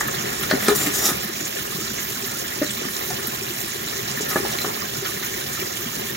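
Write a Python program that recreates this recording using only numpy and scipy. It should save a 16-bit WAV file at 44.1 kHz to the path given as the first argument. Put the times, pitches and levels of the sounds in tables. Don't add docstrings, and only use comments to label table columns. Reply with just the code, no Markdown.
import sys
import numpy as np
from scipy import signal
from scipy.fft import rfft, irfft
from scipy.io import wavfile
from scipy.ndimage import uniform_filter1d, map_coordinates

SR = 44100
rng = np.random.default_rng(int(sys.argv[2]) if len(sys.argv) > 2 else 0)


def digitize_waveform(pressure):
    field = np.atleast_2d(pressure).T
    bounded = np.clip(field, -1, 1)
    quanta = np.round(bounded * 32767).astype(np.int16)
    wavfile.write(sys.argv[1], SR, quanta)


N = 271656
T = np.arange(N) / SR
HZ = np.maximum(np.arange(N // 2 + 1) * SR / N, 1)


def from_db(db):
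    return 10 ** (np.asarray(db) / 20)


def rms_one(x):
    return x / np.sqrt(np.mean(x ** 2) + 1e-20)


def at_hz(points):
    hz, values = np.transpose(points)
    return np.interp(np.log(HZ), np.log(hz), values)


def drift(rate_hz):
    r = np.exp(-80 * np.pi * rate_hz / SR)
    noise = rng.standard_normal(N // 40 + 2002)
    slow = signal.lfilter([1], [1, -2 * r, r * r], noise)[2000:]
    return np.interp(np.arange(N) / 40, np.arange(len(slow)), rms_one(slow))


def t60_decay(t, t60_s):
    return np.exp(-np.log(1000) * t / t60_s)


def ring(clicks, hz, t60_s):
    r = np.exp(-np.log(1000) / (t60_s * SR))
    w = 2 * np.pi * hz / SR
    return signal.lfilter([0, np.sin(w)], [1, -2 * r * np.cos(w), r * r], clicks + 1e-18)


def resonate(x, hz, width_hz):
    r = np.exp(-np.pi * width_hz / SR)
    zeros = np.array([1, 0, -1]) * (1 - r * r) / 2
    poles = [1, -2 * r * np.cos(2 * np.pi * hz / SR), r * r]
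    return signal.lfilter(zeros, poles, x + 1e-18)


def body(x, modes):
    return sum((-1) ** k * from_db(db) * resonate(x, hz, width_hz)
               for k, (hz, width_hz, db) in enumerate(modes))


def cut(x, hz, kind, order=2):
    return signal.sosfilt(signal.butter(order, min(hz, .45 * SR), kind, fs=SR, output="sos"), x)


def grains(per_s, spread_db, size=N):
    strength = from_db(spread_db * np.minimum(rng.exponential(1, size), 4))
    return (rng.random(size) < per_s / SR) * strength * rng.choice([-1, 1], size)


def scatter(count):
    when, strength, size = rng.random((count, 3)).T
    return zip((np.arange(count) + when) / count * N / SR, 2 * strength - 1, size)


def add(out, s, sound):
    start = max(round(s * SR), 0)
    out[..., start:start + sound.shape[-1]] += sound[..., :N - start]


def note(hz, t60_s, attack_s):
    t = T[:SR // 4]
    return (1 - np.exp(-t / attack_s)) * t60_decay(t, t60_s) * np.sin(2 * np.pi * hz * t)


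# time in seconds, level in dB,
# pitch favoured by the place of contact in Hz, reach around it in octaves.
BUCKET_CONTACTS = [(0.5113, -9, 603, .15), (0.5258, -12.5, 195, .35), (0.5366, -10.5, 270, .25),
                   (0.5522, -16, 290, .3), (0.6837, -6, 402, 0.21), (0.6879, -11.5, 240, .25),
                   (0.701, -12.5, 414, .09), (0.713, -11.5, 410, .09), (0.7273, -13, 420, .1),
                   (1.088, -18.5, 357, .2), (1.0965, -23, 360, .15), (1.104, -24, 760, .2),
                   (1.116, -18, 230, .3), (2.818, -23, 330, 0.47), (2.853, -21, 282, 0.28),
                   (4.207, -17.5, 386, 0.16), (4.230, -19, 205, .2), (4.3583, -10.5, 500, 0.36),
                   (4.369, -15, 330, .25), (4.386, -19.5, 220, .25), (4.402, -23, 370, .25),
                   (4.450, -22.5, 840, 0.33), (4.645, -20, 493, .5), (4.665, -21, 380, .25),
                   (4.679, -25, 400, .4)]
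# pitch in Hz, level in dB, t60 in seconds.
BUCKET_MODES = [(170, -2, 0.068), (208, -4.5, 0.038), (265, -0.5, 0.049), (363, -1.5, 0.076),
                (412, -4, 0.1), (435, -27, 0.084), (550, -7.5, 0.051), (623, -5.5, 0.06), (720, -8, 0.042),
                (814, 2.5, 0.043)]


def thumps():
    out = np.zeros(N)
    s, db, favoured_hz, reach_octaves = np.transpose(BUCKET_CONTACTS)
    for hz, mode_db, t60_s in BUCKET_MODES:
        distance = np.log2(hz / favoured_hz) / reach_octaves
        blows = np.zeros(N)
        blows[np.round(s * SR).astype(int)] = from_db(db + mode_db) / (1 + distance ** 2)
        out += ring(blows, hz, t60_s)
    return cut(out, 970, "low")


# time in seconds, pitch in Hz, level in dB rms.
GROAN_PATH = [(0.775, 328, -45), (0.812, 320, -29.5), (0.84, 317, -32), (0.882, 292, -28.5),
              (0.905, 284, -46)]


def groan(rough_db):
    s, hz, db = np.transpose(GROAN_PATH)
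    level = from_db(np.interp(T, s, db) + rough_db * drift(60)) * (T > s[0]) * (T < s[-1])
    phase = 2 * np.pi * np.cumsum(np.interp(T, s, hz)) / SR
    return np.sqrt(2) * level * np.sin(phase)


# time in seconds, level in dB before trim, t60 in seconds, lowest Hz,
# highest Hz, pitch of the note the spot rings with in Hz, note level in dB relative to the blow's.
METAL_BLOWS = [(0.008, -12.5, 0.027, 980, 2290, 1200, 0.5), (0.082, -26.5, 0.05, 1400, 2980, 1760, 9),
               (0.433, -22.5, 0.036, 885, 3500, 1380, 1), (0.5105, -11, .018, 1400, 2000, 1580, 5),
               (0.5114, -14, .022, 2700, 4850, 4440, -1), (0.5165, -21.5, .11, 650, 2400, 1850, -7),
               (0.683, -10, 0.035, 900, 7100, 1276, 0), (0.686, -13.5, .04, 700, 2500, 1240, 1),
               (0.6927, -18.5, 0.06, 650, 4300, 3900, -4), (0.705, -25, .05, 650, 2200, 1950, -4),
               (0.722, -23, .06, 650, 2200, 1380, -4), (1.086, -20.5, 0.06, 700, 3000, 1260, -1),
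               (1.097, -22.5, 0.087, 1100, 2400, 1395, -8), (2.619, -23.5, 0.099, 1300, 2600, 1800, -6),
               (3.103, -27, 0.06, 1500, 2900, 1800, 2), (3.926, -35, 0.022, 3500, 12000, 3970, 0),
               (4.173, -26.5, 0.05, 1410, 2210, 1770, 6), (4.309, -26, 0.13, 1100, 2400, 1262, -1.5),
               (4.358, -15, 0.05, 700, 1400, 1700, 3), (4.450, -26.5, 0.08, 780, 2500, 1250, -6),
               (4.5856, -16.8, 0.016, 2210, 4270, 2220, 4.5), (4.616, -23, 0.035, 3000, 8000, 4050, 1),
               (4.645, -19, 0.044, 700, 1810, 1205, -4), (5.049, -25.5, 0.17, 1300, 2500, 1850, -8),
               (5.225, -23.5, 0.11, 1410, 4150, 1850, -12), (6.092, -33, .1, 1500, 2400, 1820, 5)]
# centre in Hz, width in Hz, gain in dB.
TRAY_MODES = [(620, 64, -2.5), (803, 78, 5), (1190, 177, 5), (1470, 23, 4), (1653, 116, -0.5),
              (1920, 390, -1), (2332, 35, 2), (3560, 540, -8), (4040, 160, 3.5), (5700, 540, -4),
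              (7130, 250, 1.5), (12500, 14500, 0.5)]
CONTACTS_PER_S, CONTACT_SPREAD_DB, NOTE_ATTACK_S = 4000, 3, 0.0014
CRACK_DB, CRACK_S = -4, .0018
CHATTER_TRIM_DB = -4.5


def clanks(width):
    out, t = np.zeros((2, N)), T[:SR // 4]
    for s, db, t60_s, low_hz, high_hz, note_hz, note_db in METAL_BLOWS:
        fade = t60_decay(t, t60_s) + from_db(CRACK_DB) * np.exp(-t / CRACK_S)
        clicks = np.array([grains(CONTACTS_PER_S, CONTACT_SPREAD_DB, size=len(t)) for _ in range(2)])
        chatter = body(clicks * fade, TRAY_MODES)
        chatter = cut(cut(chatter, high_hz, "low", order=12), low_hz, "high", order=4)
        mid, side = (rms_one(v) for v in chatter)
        stereo = mid + width * side * np.array([[1], [-1]])
        add(out, s, from_db(db + CHATTER_TRIM_DB) * np.sqrt(np.mean(fade ** 2)) * stereo)
        add(out, s, from_db(db + note_db) * note(note_hz, t60_s, NOTE_ATTACK_S) * from_db([[-1], [1]]))
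    return out


PULL_RELEASE_S = 0.03


def pull(start_s, attack_s, length_s):
    attack = np.clip((T - start_s) / attack_s, 0, 1)
    return attack * np.exp(-np.clip((T - start_s - length_s) / PULL_RELEASE_S, 0, 20))


def wires(x, width_hz, count):
    pitches_hz = np.linspace(5000, 15600, count) + rng.normal(0, 60, count)
    return sum((-1) ** k * resonate(x, hz, width_hz) for k, hz in enumerate(pitches_hz))


# start in seconds,
# time to take hold in seconds, length in seconds, screech drive in dB, rasp drive in dB.
MESH_PULLS = [(0.585, 0.039, 0.13, -29, -23), (0.743, .004, 0.013, -21.5, -24),
              (0.76, 0.029, 0.11, -23, -22), (0.904, 0.047, 0.089, -20.5, -23),
              (0.98, 0.0087, .045, -23.5, -22), (1.022, 0.031, 0.058, -17, -18),
              (4.27, .04, 0.081, -29, -26.5), (4.422, 0.031, 0.18, -43, -32)]
# pitch in Hz, width in Hz, relative level in dB, time when loudest in seconds.
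MESH_STRANDS = [(3790, 37, -1, 1.07), (4530, 70, -6, .83), (5110, 38, -3, 0.96), (5570, 35, 2, 1.05),
                (5830, 80, 1, 1.03), (6330, 56, -5, .78), (6500, 60, 0, .98), (6850, 29, 2, 0.69),
                (7060, 75, 4, 1.01), (7160, 33, 5, 0.8), (7480, 40, 3, 0.83), (7900, 30, 0, 0.93),
                (8350, 39, 0, 0.79), (9400, 50, -6, 0.99), (11000, 58, 2, 0.79), (11260, 50, 2.5, 1.076),
                (11400, 55, 0, 1), (12700, 60, -2, 0.93), (14030, 70, 0, 0.82), (14600, 60, -3, 1.04)]
STUTTER_DB, STRAND_WAVER_S = 1.4, .00004


def drag(passing_s):
    stutter = from_db(STUTTER_DB * drift(46))
    drives = [from_db([[screech_db], [rasp_db]]) * pull(start_s, attack_s, length_s)
              for start_s, attack_s, length_s, screech_db, rasp_db in MESH_PULLS]
    screech, rasp = stutter * np.max(drives, axis=0)
    catches, scattered = rms_one(grains(3000, 2.6)), rms_one(grains(6000, 3.4))
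    screech_catches, rasp_catches = catches * screech, catches * rasp

    strands = 0
    for hz, width_hz, db, loudest_s in MESH_STRANDS:
        passing = 1 + ((T - loudest_s) / passing_s) ** 2
        strands = strands + from_db(db) * resonate(screech_catches / passing, hz, width_hz)
    strands = map_coordinates(strands, [(T + STRAND_WAVER_S * drift(16.6)) * SR], order=3)

    ahead = 3.24 * strands + cut(screech_catches, 5200, "high")
    ahead = ahead + 1.1 * wires(screech_catches, width_hz=32, count=56)
    ahead = ahead + 0.78 * body(rasp_catches, TRAY_MODES)
    ahead = ahead + 2.0 * resonate(rasp_catches, 305, 130)
    around = 0.31 * cut(body(scattered * rasp, TRAY_MODES), 6000, "low")
    around = around + 0.68 * resonate(scattered * screech, 4500, 2500)
    return ahead + around * np.array([[1], [-1]])


# start in seconds, level in dB, length in seconds, centre in Hz.
SCRAPES_AND_DRIPS = [(.004, -24, 0.0087, 6960), (.076, -24.5, 0.0073, 13000), (.426, -29, 0.015, 11000),
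                     (.496, -29, 0.014, 1870), (.497, -30, 0.022, 4300), (.597, -30, 0.0034, 6500),
                     (.627, -28, .012, 1800), (.656, -29, 0.022, 3630), (.682, -18.5, 0.0084, 8850),
                     (.682, -23, 0.0061, 2100), (.760, -23, 0.019, 14000), (.945, -26, .02, 6800),
                     (3.101, -29, .012, 6140), (5.655, -33, .012, 6900), (1.054, -20, .018, 5970),
                     (1.449, -27.5, 0.017, 6500), (1.973, -32, 0.036, 2030), (2.703, -31, 0.025, 8060),
                     (3.267, -22.5, 0.013, 14100), (4.110, -31, 0.013, 6430), (4.206, -28, 0.025, 6560),
                     (4.286, -28, 0.031, 13200), (4.298, -29, 0.021, 6000), (4.515, -32, .02, 6000),
                     (5.045, -33, 0.013, 4060)]
SPLAT_DB, SPLAT_SPREAD_DB, SPLAT_S, SPLAT_HZ = -38, 1, 0.02, 6950


def scuffs_and_splats():
    out = np.zeros(N)
    splats = [(s, SPLAT_DB + SPLAT_SPREAD_DB * strength, SPLAT_S, SPLAT_HZ * 2 ** (0.86 * (size - .5)))
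              for s, strength, size in scatter(count=12)]
    for s, db, length_s, hz in list(SCRAPES_AND_DRIPS) + splats:
        t = T[:int(3 * length_s * SR)] / (length_s / 3)
        swell = t * np.exp(1 - t)
        burst = resonate(grains(8000, 0.46, size=len(t)) * swell, hz, 0.2 * hz)
        add(out, s, from_db(db) * np.sqrt(np.mean(swell ** 2)) * rms_one(burst))
    return out


# pitch in Hz, gain per slip in dB, t60 in seconds.
JUDDER_MODES = [(300, -18, 0.0081), (536, -11.5, 0.01)]


def judder(start_s, slips_per_s):
    slips = np.zeros(N)
    for k, db in enumerate([5.5, 7.5, 4.5, -1, 3.0, -15]):
        slips[round((start_s + k / slips_per_s) * SR)] = from_db(db)
    bonk = sum(from_db(db) * ring(slips, hz, t60_s) for hz, db, t60_s in JUDDER_MODES)
    return cut(bonk, 540, "low", order=4)


# pitch in Hz, level in dB, t60 in seconds.
TOCK_MODES = [(737, -20.5, 0.065), (860, -20, 0.032)]


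def tock(s, attack_s):
    out = np.zeros(N)
    add(out, s, sum(from_db(db) * note(hz, t60_s, attack_s) for hz, db, t60_s in TOCK_MODES))
    return out


def banks(x):
    out, dull = np.zeros((2, N)), cut(cut(x, 9100, "low"), 380, "high")
    lags_s = np.geomspace(.006, .075, num=12) * rng.uniform(.9, 1.1, 12)
    for k, lag_s in enumerate(lags_s):
        add(out[k % 2], lag_s, dull[k % 2] * from_db(-150 * lag_s) * (-1) ** (k // 2))
    return out


def babble(low_flicker_db, high_flicker_db, surge_db, bubble_share, cycles):
    out, surge = 0, 0.35 * drift(18.0) + 0.34 * drift(37)
    for hz in 25 * 2 ** (np.arange(29) / 3):
        treble = np.clip(np.log(hz / 300) / np.log(8000 / 300), 0, 1)
        bubbles = rms_one(ring(grains(70 + hz / 14, 2.8), hz, cycles / hz))
        rush = rms_one(resonate(rng.standard_normal(N), hz, hz / 3))
        share = np.clip(bubble_share, 0, 1) * (hz > 150)
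        water = np.sqrt(share) * bubbles + np.sqrt(1 - share) * rush
        flicker_db = low_flicker_db * (1 - treble) + high_flicker_db * treble
        level = from_db(flicker_db * drift(17.4) + surge_db * treble * surge)
        out = out + np.sqrt(hz) * rms_one(water * level)
    spectrum = rfft(out)
    power = uniform_filter1d(abs(spectrum) ** 2 + 1e-6, size=301)
    return spectrum * np.sqrt(N * SR / 2 / power)


def glances(echoes):
    return 1 + sum(gain * np.exp(-2j * np.pi * HZ * delay_s) for delay_s, gain in echoes)


# Hz, density in dB per Hz.
LEFT_COLOUR = [(25, -88), (60, -71.5), (100, -68), (130, -60), (175, -67), (220, -59), (275, -65),
               (400, -53), (455, -60), (530, -58.5), (680, -72.5), (1150, -67.5), (1400, -69),
               (1750, -63.5), (2800, -71), (4000, -70), (4500, -71), (6500, -75), (7050, -67),
               (7800, -79.5), (8700, -74), (9700, -80.5), (12000, -76), (15500, -74.5)]
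RIGHT_COLOUR = [(25, -88), (60, -65.5), (100, -65), (130, -59), (175, -66.5), (220, -58.5), (275, -69.5),
                (390, -61.5), (440, -68.5), (560, -64), (800, -66), (1100, -65), (2300, -68), (3000, -64),
                (4600, -68.5), (5400, -64.5), (7000, -65), (7800, -76), (9800, -76), (11500, -70),
                (15500, -70)]
# Hz, lag in radians.
LEFT_LAG = [(100, 0.014), (300, 0.041), (410, 1.55), (500, 3.06), (900, 2.5), (1350, 4.74), (1550, 3.5),
            (1900, 6.37), (2300, 8.06), (3300, 10), (4400, 14.58), (5200, 16.4), (6400, 18.85)]
# delay in seconds, signed gain.
LEFT_GLANCES = [(.00046, 0.02), (.00122, 0.23), (.00178, 0.039)]
RIGHT_GLANCES = [(.00091, -0.035), (.00242, -0.11), (.00505, -.06), (.00559, 0.21)]
# time in seconds, level in dB.
BACKGROUND_SWELL = [(0.0, -29), (0.99, -28.5), (1.36, -34.5), (4.1, -33.5), (4.41, -29.5), (5.01, -34),
                    (6.16, -33.5)]
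LOW_DB, TREBLE_DB = 0.92, -1
LOW_FOLLOWS, TREBLE_FOLLOWS = 0.73, 0.076


def creek():
    near = babble(low_flicker_db=3.5, high_flicker_db=3.0, surge_db=2.0, bubble_share=0.56, cycles=17.8)
    far = rfft(rng.standard_normal(N)) * np.sqrt(SR / 2)
    alike = at_hz([(25, 0.8), (70, 1.0), (150, 1.0), (700, 0.94), (1400, 0.69), (1850, 0.73),
                   (2500, 0.78), (5800, 0.7), (7200, 0.92), (11000, 1.0)])
    alike = np.clip(alike, 0, 1)
    near, far = near * np.sqrt((1 + alike) / 2), far * np.sqrt((1 - alike) / 2)
    left = (near + far) * from_db(at_hz(LEFT_COLOUR)) * glances(LEFT_GLANCES)
    left = left * np.exp(-1j * at_hz(LEFT_LAG))
    right = (near - far) * from_db(at_hz(RIGHT_COLOUR)) * glances(RIGHT_GLANCES)

    level_db = np.interp(T, *np.transpose(BACKGROUND_SWELL))
    swell_db = level_db - level_db.mean()
    low_gain = from_db(LOW_DB + LOW_FOLLOWS * swell_db)
    treble_gain = from_db(TREBLE_DB + TREBLE_FOLLOWS * swell_db)
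    treble = 1 / (1 + (2700 / HZ) ** 4)
    both = np.array([left, right])
    return low_gain * irfft(both * (1 - treble), N) + treble_gain * irfft(both * treble, N)


# start in seconds, level in dB before trim, pitch in Hz.
TIMED_GULPS = [(.408, -23.5, 370), (1.409, -21.5, 311), (1.783, -26, 398), (2.231, -22.5, 385),
               (3.19, -25.5, 383), (3.414, -22, 388), (3.634, -23, 209), (5.02, -22, 392),
               (5.617, -22.5, 367), (5.859, -22, 229), (5.968, -27, 255)]
GULP_DB, GULP_SPREAD_DB, GULP_LOW_HZ, GULP_HIGH_HZ = -26.5, 5, 132, 392
GULP_TRIM_DB = -7.0


def gulps():
    out, t = np.zeros(N), T[:SR // 10]
    further = [(s, GULP_DB + GULP_SPREAD_DB * strength, GULP_LOW_HZ * (GULP_HIGH_HZ / GULP_LOW_HZ) ** size)
               for s, strength, size in scatter(count=18)]
    swell = t / 0.0051 * np.exp(1 - t / 0.0068)
    for s, db, hz in list(TIMED_GULPS) + further:
        wobble = np.sin(2 * np.pi * (hz * t * (1 + 0.44 * t) + rng.random()))
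        add(out, s, from_db(db + GULP_TRIM_DB) * swell * wobble)
    return out * from_db([[1.5], [-1.5]])


def trickle(level_db, cycles, lowest_hz, octaves, count):
    out, t = np.zeros((2, N)), T[:SR // 20]
    shuffled = (rng.permutation(count) / count for _ in range(4))
    for when, pitch, softness, place in zip(*shuffled):
        hz = lowest_hz * 2 ** (octaves * pitch)
        age = t * hz / cycles
        chirp = (1 - np.exp(-8 * age)) * np.exp(-age) * np.sin(2 * np.pi * hz * t * (1 + 0.025 * age))
        pan_db = 14 * (place - .6) * np.array([[.5], [-.5]])
        start_s = (when + rng.normal(0, .02)) % 1 * N / SR
        add(out, start_s, from_db(level_db - 8 * softness + pan_db) * chirp)
    return out


def spatter(level_db, per_s, spread_db, burst_s):
    drops = abs(grains(per_s, spread_db))
    bursts = signal.lfilter([1], [1, -np.exp(-1 / (burst_s * SR))], drops)
    spray = rms_one(cut(bursts * rng.standard_normal(N), 3500, "high", order=1))
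    return from_db(level_db) * spray * from_db([[-1.5], [1.5]])


def scene():
    booms = thumps() + judder(2.6155, 298) + tock(3.103, attack_s=0.0032)
    booms = cut(booms, 152, "high")
    close = (booms + groan(rough_db=3)) * from_db([[.6], [-.6]])
    close = close + clanks(width=0.43) + drag(passing_s=0.063)
    close = close + scuffs_and_splats() * from_db([[-.5], [.5]])
    water = creek() + gulps()
    water = water + trickle(level_db=-28.5, cycles=11.9, lowest_hz=1097.5, octaves=2.8, count=330)
    water = water + spatter(level_db=-43, per_s=35, spread_db=0.5, burst_s=0.0047)
    return close + from_db(-10.0) * banks(close) + water


CUTOFF_HZ = 15800


def record(dry):
    top_cut = signal.ellip(12, .1, 90, CUTOFF_HZ, fs=SR, output="sos")
    return signal.sosfilt(top_cut, np.tanh(dry))


dry = scene()
out = record(dry)
digitize_waveform(out)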